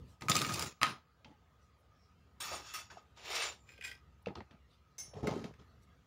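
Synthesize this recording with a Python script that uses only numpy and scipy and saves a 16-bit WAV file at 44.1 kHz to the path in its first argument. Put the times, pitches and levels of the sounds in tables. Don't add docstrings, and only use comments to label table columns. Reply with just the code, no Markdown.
import sys
import numpy as np
from scipy import signal
from scipy.fft import rfft, irfft, next_fast_len
from scipy.io import wavfile
from scipy.ndimage import uniform_filter1d, map_coordinates

SR = 44100
rng = np.random.default_rng(int(sys.argv[2]) if len(sys.argv) > 2 else 0)


def volts(x):
    e = np.asarray(x, float) / 20
    return 10 ** e


def wav_out(sig):
    wavfile.write(sys.argv[1], SR, np.round(np.clip(np.atleast_2d(sig).T, -1, 1) * 32767).astype(np.int16))


N = 267334

LOUD_IS_BRIGHT = 0.29


def unit(x):
    return x / np.sqrt(np.mean(x ** 2) + 1e-30)


def along(points, hz):
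    f, v = np.transpose(points)
    return np.interp(np.log(hz + 1), np.log(f + 1), v)


def wobble(rate_hz, n=N):
    knots = rng.standard_normal(int(n * rate_hz / SR) + 4)
    return map_coordinates(knots, [np.arange(n) * rate_hz / SR])


def filtered(x, gain):
    m = 2 * next_fast_len(x.shape[-1] // 2 + 4096)
    spectrum = rfft(x, m) * gain(np.fft.rfftfreq(m, 1 / SR))
    return irfft(spectrum, m)[..., :x.shape[-1]]


def noise(n, gain):
    return filtered(rng.standard_normal(n), gain)


def causal(gain):
    cepstrum = irfft(np.log(gain + 1e-6))
    half = len(cepstrum) // 2
    cepstrum[1:half] *= 2
    cepstrum[half + 1:] = 0
    return np.exp(rfft(cepstrum))


def peak(hz, centre_hz, width_hz):
    return 1j * hz * width_hz / (centre_hz ** 2 - hz ** 2 + 1j * hz * width_hz)


def over(hz, edge_hz):
    return 1 / (1 + (edge_hz / (hz + 1)) ** 16)


def patchy(x, depth_db):
    z = signal.stft(np.pad(x, (0, 512)), nperseg=512)[2]
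    field = uniform_filter1d(rng.standard_normal(z.shape), size=2, axis=0)
    field = uniform_filter1d(field, size=12, axis=1)
    return signal.istft(z * volts(depth_db * unit(field)), nperseg=512)[1][:len(x)]


def add(x, start_s, piece):
    i = round(start_s * SR)
    x[i:i + len(piece)] += piece[:len(x) - i]


def held(time_s):
    taken_s = [
        0,
        .8,
        1.2,
        2.3,
        3.12,
        3.62,
        4.2,
        4.9,
        5.1,
    ]
    return np.searchsorted(taken_s, time_s) - 1


def response(k, ring_db):
    # pitch_hz, density_db (per Hz)
    cable_colours = [
        [(35, -38.5), (60, -0.5), (135, 2), (668, -20), (1230, -9.5), (7600, -12), (9880, -44.5), (16700, -120)],
        [(35, -46), (60, -13), (130, 5.5), (503, -11), (1280, 0), (7600, -20), (9880, -54), (16700, -120)],
        [(180, -9), (300, -3), (838, -8), (934, -12.5), (7600, -30), (9880, -61.5), (16700, -120)],
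        [(35, -35), (60, 7.5), (211, -6), (464, -14.5), (1250, -4.5), (7600, -10), (9880, -14), (16700, -120)],
    ]
    # pitch_hz, density_db (per Hz)
    part_colours = [
        [(120, -53), (200, -46), (362, -9.5), (1820, -7), (2700, -4), (7600, -13.5), (9880, -92), (16700, -120)],
        [(120, -51), (200, -36), (435, -17), (1360, -46), (1930, 2.5), (7600, -10.5), (9880, -49),
         (16700, -120)],
        [(35, -20), (60, 7), (852, -10.5), (1070, -20), (4580, -29), (7600, -56), (9880, -75), (16700, -120)],
        [(180, -13), (300, -24), (4480, -18), (6200, -1.5), (7600, -19), (9880, -54), (16700, -120)],
        [(35, -56), (60, 4.5), (172, 8), (403, -6), (1410, -9.5), (7600, -18.5), (9880, -74), (16700, -120)],
    ]
    # pitch_hz, width_hz, level_db
    bodies = [
        [(135, 63, -3.5), (1245, 59, -1), (2500, 150, -10), (5160, 260, -13.5), (7130, 340, -8.5),
         (8354, 120, -14.5)],
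        [(1260, 98, 2), (2600, 300, -9.5), (3900, 310, -11.5), (5000, 250, -14.5)],
        [(848, 30, 3), (3040, 180, -19), (6000, 28, -29)],
        [(1246, 77, -1), (2644, 21, 3), (3470, 32, -1), (4660, 54, -3), (5450, 190, -5.5), (6810, 99, -1.5)],
        [(1230, 87, -8), (2260, 64, -7), (3640, 60, -7.5), (5590, 54, -8), (6700, 44, -29), (7130, 78, -7)],
        [(1572, 25, 11.5), (1940, 29, 7), (2457, 50, 11.5), (3255, 44, 4), (5120, 133, 0.5), (7200, 100, -10)],
        [(436, 130, -12), (1260, 53, -12), (3900, 78, -35), (4340, 110, -44)],
        [(6300, 61, -0.5)],
        [(167, 50, -12), (420, 34, 0.5), (1064, 10, -1), (1274, 41, -1.5)],
    ]
    colour = (cable_colours + part_colours)[k]

    def gain(hz):
        power = volts(2 * along(colour, hz))
        for pitch_hz, width_hz, db in bodies[k]:
            power = power + volts(2 * (db + ring_db)) * abs(peak(hz, pitch_hz, width_hz)) ** 2
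        return np.sqrt(power)
    return gain


def treble(k):
    # pitch_hz, density_db (per Hz)
    top_octave = [(6000, -46), (7500, 5), (8200, -7.5), (8900, -1), (13400, -11.5), (14900, -7.5),
                  (15500, -9), (15800, -25.5)]
    # pitch_hz, width_hz, level_db
    jingle_hz, jingle_width_hz, jingle_db = (16000, 330, 0)

    def gain(hz):
        jingle = volts(jingle_db) * abs(peak(hz, jingle_hz, jingle_width_hz)) ** 2
        return volts(along(top_octave, hz)) + (k == 0) * jingle
    return gain


def background():
    # time_s, rumble_db
    bustle = [(0, -51), (.17, -68.5), (1, -70.5), (2.4, -66), (4, -64.5), (4.6, -70.5), (5.7, -63),
              (6.06, -66)]
    # pitch_hz, density_db (per Hz)
    rumble_colour = [(13, -66.5), (22, -27), (38, -26.5), (46, -14.5), (65, 3), (253, -14), (329, -21.5),
                     (500, -19), (650, -47), (1100, -120)]
    # pitch_hz, density_db (per Hz)
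    hiss_colour = [(180, -26), (300, -8.5), (630, -4.5), (1270, -5.5), (2200, -11), (4100, -15),
                   (6200, -21.5), (7400, -23), (7900, -29.5), (13500, -31), (14800, -27), (15700, -29)]
    # pitch_hz, width_hz, rms_db
    port = [(1248, 85, -75.5)]
    time_s, rumble_db = np.transpose(bustle)
    hiss_db = -76 + 0.37 * (rumble_db - np.median(rumble_db))
    t = np.arange(N) / SR
    rumble = unit(noise(N, lambda hz: volts(along(rumble_colour, hz))))
    rumble *= volts(np.interp(t, time_s, rumble_db) + 1.1 * wobble(24))
    hiss = unit(noise(N, lambda hz: volts(along(hiss_colour, hz))))
    hiss = patchy(hiss, depth_db=3.5) * volts(0.34 * wobble(6.5))
    flicker_db = 3 * wobble(12)
    for pitch_hz, width_hz, db in port:
        band = unit(noise(N, lambda hz: peak(hz, pitch_hz, width_hz) ** 2))
        hiss = hiss + volts(db + 72.5 + flicker_db) * band
    return rumble + volts(np.interp(t, time_s, hiss_db)) * hiss


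def swishes():
    # centre_s, length_s,
    # pitch_hz, width_hz, level_db
    soft_swells = [(0.107, 0.049, 3800, 4700, -72), (1.644, 0.036, 6000, 3000, -81.5),
                   (1.799, 0.017, 11030, 4010, -83), (2.051, 0.075, 5320, 777, -78.5),
                   (3.42, 0.077, 2640, 40, -48), (3.42, 0.096, 7130, 59.52, -50.5),
                   (3.661, 0.095, 7200, 252, -71), (4.227, 0.0051, 10560, 4000, -74.5),
                   (4.737, 0.041, 3900, 3000, -76), (5.834, 0.017, 5040, 4940, -74.5)]
    x, t = np.zeros(N), np.arange(-SR // 4, SR // 4) / SR
    for centre_s, length_s, pitch_hz, width_hz, db in soft_swells:
        band = noise(len(t), lambda hz: peak(hz, pitch_hz, width_hz) ** 2)
        band = unit(patchy(band, depth_db=6.5))
        swell = volts(db) * np.exp(-(t / length_s) ** 2) * band
        start_s = centre_s + t[0]
        add(x, max(start_s, 0), swell[max(round(-start_s * SR), 0):])
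    return x


def rubbing(rise_s, fade_s, db, weight_db, k):
    # fizz_db, fizz_swing (ratio), thud_db (over body), low_swing (ratio), fade_bend (power)
    rubs = [(-6.5, 1.36, 3, 1.1, 1.9), (-18.5, 1.3, 0.5, 0.85, 2.2), (-15, 1.1, 2, 1.2, 1.75),
            (-9.5, 1.5, -9.5, 0.77, 1.64), (-19, 1, -25, 0.78, 1.4), (-9, 1.28, -13, 0.54, 1.72),
            (-23, 0.61, 1, 0.94, 1.22), (-10, 1.4, -8, 0.19, 1.5), (-19.5, 0.89, 3.5, 1.07, 1.57)]
    grain_db = (2.8, 1.2, 2, 1, 1.5, 2.5, 2.5, 1.2, 2)
    wander_db = (3, 2, 3, 3, 1.5, 3, 2.5, 2, 2.5)
    thud_top_hz, body_top_hz, scratch_top_hz = (300, 1000, 7600)
    fizz_db, fizz_swing, thud_db, low_swing, bend = rubs[k]
    t = np.arange(0, rise_s + 1.3 * fade_s, 1 / SR)
    rising = np.clip(1 - t / rise_s, 0, 1) ** 2
    fading = np.clip((t - rise_s) / fade_s, 0, 2) ** bend
    press_db = -30 * (rising + fading)
    uneven = wobble(400, len(t)) + .4 * wobble(50, len(t))
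    contacts = rng.standard_normal(len(t)) * volts(grain_db[k] * uneven)

    rung = filtered(contacts, lambda hz: causal(response(k, ring_db=4)(hz)))
    rung = patchy(rung, wander_db[k])
    thud = filtered(rung, lambda hz: (1 - over(hz, thud_top_hz)) * over(hz, 70))
    body = filtered(rung, lambda hz: over(hz, thud_top_hz) - over(hz, body_top_hz))
    scratch = filtered(rung, lambda hz: over(hz, body_top_hz) - over(hz, scratch_top_hz))
    body_db = weight_db + low_swing * press_db
    low = volts(body_db + thud_db) * unit(thud) + volts(body_db) * unit(body) + volts(press_db) * unit(scratch)

    fizz_db = fizz_db + (k > 0) * LOUD_IS_BRIGHT * (db + 45)
    fizz = unit(patchy(filtered(contacts, treble(k)), depth_db=7.0))
    fizz *= volts(fizz_db + fizz_swing * press_db)
    soft_ends = np.clip(np.minimum(t, t[-1] - t) / 0.0016, 0, 1)
    return soft_ends * volts(db) * (low + fizz)


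def handling():
    # start_s, rise_s, fade_s, level_db, weight_db (of the hand)
    strokes = [(.207, 0.017, .16, -61.5, 11.5), (.284, 0.013, 0.44, -37.5, -5), (.42, .2, 0.13, -41, -5),
               (.813, 0.0035, 0.18, -37.5, -8.5), (1.24, 0.014, .18, -69, 8),
               (2.4, 0.0056, 0.34, -41.5, -11.5), (2.479, 0.06, 0.13, -44.5, -2.5),
               (2.601, 0.087, 0.2, -50.5, -20), (2.736, 0.0035, 0.16, -42, -15),
               (2.898, 0.018, 0.15, -60.5, 3), (3.154, 0.03, 0.11, -55, -8), (3.19, 0.18, 0.093, -38, -9),
               (3.34, 0.087, 0.14, -34.5, -11.5), (3.64, 0.072, 0.26, -62, -10.5),
               (3.825, 0.023, .15, -45.5, -19), (4.266, 0.005, 0.11, -61.5, 15.5),
               (4.35, 0.028, .075, -55.5, 8), (4.505, 0.0047, 0.11, -64.5, 2.5),
               (4.98, 0.0072, 0.17, -48, -19.5), (5.127, 0.055, 0.094, -57, 9),
               (5.223, 0.015, 0.092, -53.5, 14.5), (5.266, 0.0056, 0.28, -47.5, 8),
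               (5.439, 0.002, 0.1, -57.5, 6.5), (5.585, 0.0092, 0.093, -66, 3.5)]
    x = np.zeros(N)
    for start_s, rise_s, fade_s, db, weight_db in strokes:
        add(x, start_s, rubbing(rise_s, fade_s, db, weight_db, held(start_s)))
    return x


def clicks():
    # start_s, peak_db, pitch_hz, hardness_db
    landing = [(0.2093, -46, 2470, 10.5), (0.2198, -35.5, 1940, -5.5), (0.2838, -22, 2440, -8),
               (0.2969, -17.5, 7700, 0), (0.3156, -16.5, 3660, -14), (0.3533, -20, 5260, -2),
               (0.3642, -19.5, 4300, 4), (.378, -26.5, 3020, -2.5), (.389, -25, 4000, 0),
               (0.4154, -22.5, 3800, -1.5), (0.447, -29, 2520, -4), (0.4915, -28.5, 1550, -8.5),
               (0.5211, -33, 4380, 3), (.5375, -29, 4497, 7), (0.5417, -29.5, 4840, 7.5),
               (.5565, -32.5, 5000, 4), (.617, -36, 3000, 2.5), (0.5936, -29, 5250, 9.5),
               (0.6229, -29, 5360, 6.5), (0.8148, -25.5, 2500, -4), (0.8309, -18, 2980, 4),
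               (0.8674, -28.5, 2770, -4), (1.2459, -47, 3550, -2)]
    # start_s, peak_db, pitch_hz
    shuffle = [(2.8988, -45.5, 1590), (2.97, -50.5, 1215), (3.255, -41, 2070), (3.334, -44.5, 1590),
               (3.3515, -28, 5590), (3.689, -47, 1850), (3.7354, -57, 2400), (3.7776, -49, 2400),
               (3.8093, -41, 2300), (3.8224, -40, 2380), (3.838, -38, 2260), (3.8486, -33.5, 1950),
               (3.8882, -48, 2500), (3.9128, -37.5, 1940), (4.2591, -38.5, 2600), (4.271, -41.5, 1620),
               (4.2836, -42, 1900), (4.353, -46, 4500), (4.3549, -38, 4500), (4.383, -57, 4090),
               (4.4048, -45, 2030), (4.51, -53.5, 2750), (4.981, -42, 6180), (5.138, -53, 3200),
               (5.169, -58, 1500), (5.2708, -31, 2130), (5.309, -42, 3740), (5.4407, -42, 3150),
               (5.538, -55, 1880)]
    # top_db, t60_s, attack_s
    ticks = [(-22.5, .02, 0.00052), (-28.5, 0.006, 0.00024), (-40, 0.022, 0.0007), (-32, 0.1, 0.0062),
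             (-22.5, 0.12, 0.0017), (-26.5, 0.017, .004), (-40, 0.015, 0.00043), (-14.5, 0.04, 0.00069),
             (-24, 0.028, 0.00061)]
    x, t = np.zeros(N), np.arange(SR // 12) / SR
    for start_s, db, pitch_hz, *hardness_db in landing + shuffle:
        k = held(start_s)
        top_db, t60_s, attack_s = ticks[k]
        top_db = top_db + LOUD_IS_BRIGHT * (db + 45) + sum(hardness_db)
        body = response(k, ring_db=8.0)
        burst = rng.standard_normal(len(t)) * volts(-60 * t / t60_s) * (1 - np.exp(-t / attack_s))

        def tone(hz):
            own_pitch = .22 + abs(peak(hz, pitch_hz, .3 * pitch_hz))
            return body(hz) ** .7 * over(hz, 800) * own_pitch * (1 - over(hz, 6900))

        knock = filtered(burst, lambda hz: causal(tone(hz)))
        top = filtered(burst, lambda hz: causal(treble(k)(hz)))
        click = knock / abs(knock).max() + volts(top_db + 6.0) * top / abs(top).max()
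        add(x, start_s, volts(db + 0.5) * click)
    return x


def thuds():
    # start_s, peak_db, pitch_hz
    pushes = [(0.218, -40, 125), (0.296, -19.5, 173), (0.319, -29, 150), (0.356, -25.5, 138),
              (.385, -32, 160), (0.5128, -25.5, 140), (.539, -30, 130), (.596, -34.5, 131),
              (0.831, -29, 246), (2.516, -24.5, 475), (2.97, -29, 620), (3.788, -41.5, 410),
              (4.269, -16.5, 436), (4.277, -27.5, 169), (4.355, -30, 790), (4.372, -36, 330),
              (4.383, -38, 300), (4.405, -32, 770), (4.407, -33.5, 200), (4.537, -41, 179),
              (5.076, -44, 111), (5.135, -32.5, 460), (5.166, -31, 466), (5.185, -31, 486),
              (5.226, -32, 300), (5.242, -31.5, 176), (5.257, -25, 406), (5.272, -18, 188),
              (5.279, -18, 264), (5.288, -18, 520), (5.309, -20, 175), (5.336, -25, 386), (5.362, -26, 350),
              (5.383, -30, 480), (5.443, -24.5, 420), (5.447, -25, 206), (5.507, -38.5, 146)]
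    x, t = np.zeros(N), np.arange(SR // 6) / SR
    for start_s, db, pitch_hz in pushes:
        t60_s = 0.015 + 4 / pitch_hz
        sagging_t = t + 0.0018 * (1 - np.exp(-t / 0.003))
        phase = 2 * np.pi * pitch_hz * sagging_t + 0.44 * wobble(118.2, len(t))
        puff = 0.69 * wobble(1600, len(t)) * volts(-60 * t / t60_s)
        envelope = volts(db + 1.5 - 60 * t / t60_s) * (1 - np.exp(-t / 0.006))
        add(x, start_s, envelope * (np.sin(phase) + puff))
    return filtered(x, lambda hz: causal(over(hz, 75)))


def rings():
    # start_s, peak_db, pitch_hz, t60_s
    knocks = [(0.2841, -25, 1260, 0.051), (.2975, -30.5, 1280, .04), (0.3172, -28, 1243, 0.036),
              (.3175, -29, 3560, 0.068), (0.353, -31.5, 1243, 0.092), (0.379, -32.5, 1200, 0.028),
              (0.4182, -29, 1230, 0.035), (.448, -29.5, 1210, 0.033), (0.4921, -31.5, 1260, 0.026),
              (0.5061, -32, 1242, .04), (.5387, -39.5, 2500, .08), (0.5942, -37.5, 1230, 0.038),
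              (0.6233, -38.5, 1270, 0.068), (0.8152, -31, 1260, 0.14), (.832, -30, 1260, 0.11),
              (2.742, -44.5, 1260, 0.17), (2.742, -48.5, 2710, .12), (4.26, -36, 2710, 0.013),
              (4.306, -42, 803, .02), (4.324, -50, 794, 0.019)]
    x, t = np.zeros(N), np.arange(SR // 8) / SR
    for start_s, db, pitch_hz, t60_s in knocks:
        shake = .5 * wobble(300, len(t))
        envelope = volts(db - 60 * t / t60_s) * (1 - np.exp(-t / .0006))
        add(x, start_s, envelope * np.sin(2 * np.pi * pitch_hz * t + shake))
    return x


def snaps():
    # start_s, peak_db
    spikes = [
        (.8312, -7),
        (.8322, -15),
        (.8328, -15),
        (.8674, -24),
        (.2968, -18),
        (.3170, -19),
        (5.2714, -30),
    ]
    x, u = np.zeros(N), np.arange(-20, 60) / (SR * .00005)
    pulse = np.exp(-u ** 2) - .4 * np.exp(-((u - 4) / 2.5) ** 2)
    for start_s, db in spikes:
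        add(x, start_s, -volts(db) * pulse)
    return x


def clink():
    # pitch_hz, level_db, t60_s
    brass_modes = [(2150, -4, 0.16), (5960, -4, .16), (4950, -17, 0.16), (5460, -6, 0.42),
                   (6200, 4.5, 0.14), (8506, -12, 0.23), (9900, -4.5, 0.24), (11200, -20, .2),
                   (12130, -12, 0.17), (15120, -14, .13)]
    # start_s, level_db
    start_s, clink_db = (4.982, -43.5)
    x, t = np.zeros(N), np.arange(SR // 3) / SR
    ring = np.zeros(len(t))
    for pitch_hz, db, t60_s in brass_modes:
        level = volts(db + 2.4 * wobble(95, len(t)) - 60 * t / t60_s)
        ring += level * np.sin(2 * np.pi * pitch_hz * t + .6 * wobble(95, len(t)))
    add(x, start_s, volts(clink_db) * ring * (1 - np.exp(-t / 0.012)))
    return x


def walls(x):
    # pitch_hz, t60_s
    decay = [(150, .25), (1500, .18), (8000, .13), (15000, .1)]
    hz, t, z = signal.stft(rng.standard_normal(SR // 2), SR, nperseg=256)
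    z = z * volts(-60 * t / along(decay, hz)[:, None])
    tail = signal.istft(z, SR, nperseg=256)[1]
    delayed = np.pad(x, (150, 0))
    return signal.fftconvolve(delayed, tail / np.linalg.norm(tail))[:N]


def scene():
    hits = clicks() + rings() + snaps() + clink()
    mono = hits + volts(-8.0) * walls(hits) + thuds() + volts(-2) * handling() + swishes() + background()
    return np.array([mono, mono])


def band_limit(x):
    return signal.sosfilt(signal.butter(12, 16670, fs=SR, output="sos"), x)


def record(dry):
    # start_s, end_s, lowest_hz, level_db
    apart = [(.2, .23, 5000, -7), (.345, .38, 4700, -6), (.38, .53, 11000, -9), (.53, .66, 7500, -8),
             (.805, .825, 6000, -7), (3.84, 3.87, 4700, -6), (5, 5.27, 10000, -9), (5.27, 5.31, 5000, -9),
             (5.31, 5.58, 11000, -9)]
    top_hz = 15750
    mono = filtered(dry[0], lambda hz: np.where(hz < top_hz, 1, volts(-20.5)))
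    hz, t, z = signal.stft(mono, SR, nperseg=512)
    share = np.zeros(z.shape)
    for start_s, end_s, low_hz, db in apart:
        in_band = (hz > low_hz) & (hz < .9 * top_hz)
        share += volts(db) * np.outer(in_band, (t > start_s) & (t < end_s))
    random_phase = np.exp(2j * np.pi * rng.random(z.shape))
    side = signal.istft(z * share * random_phase, SR, nperseg=512)[1][:N]
    return band_limit(np.array([mono + side, mono - side]))


dry = scene()
out = record(dry)
wav_out(out)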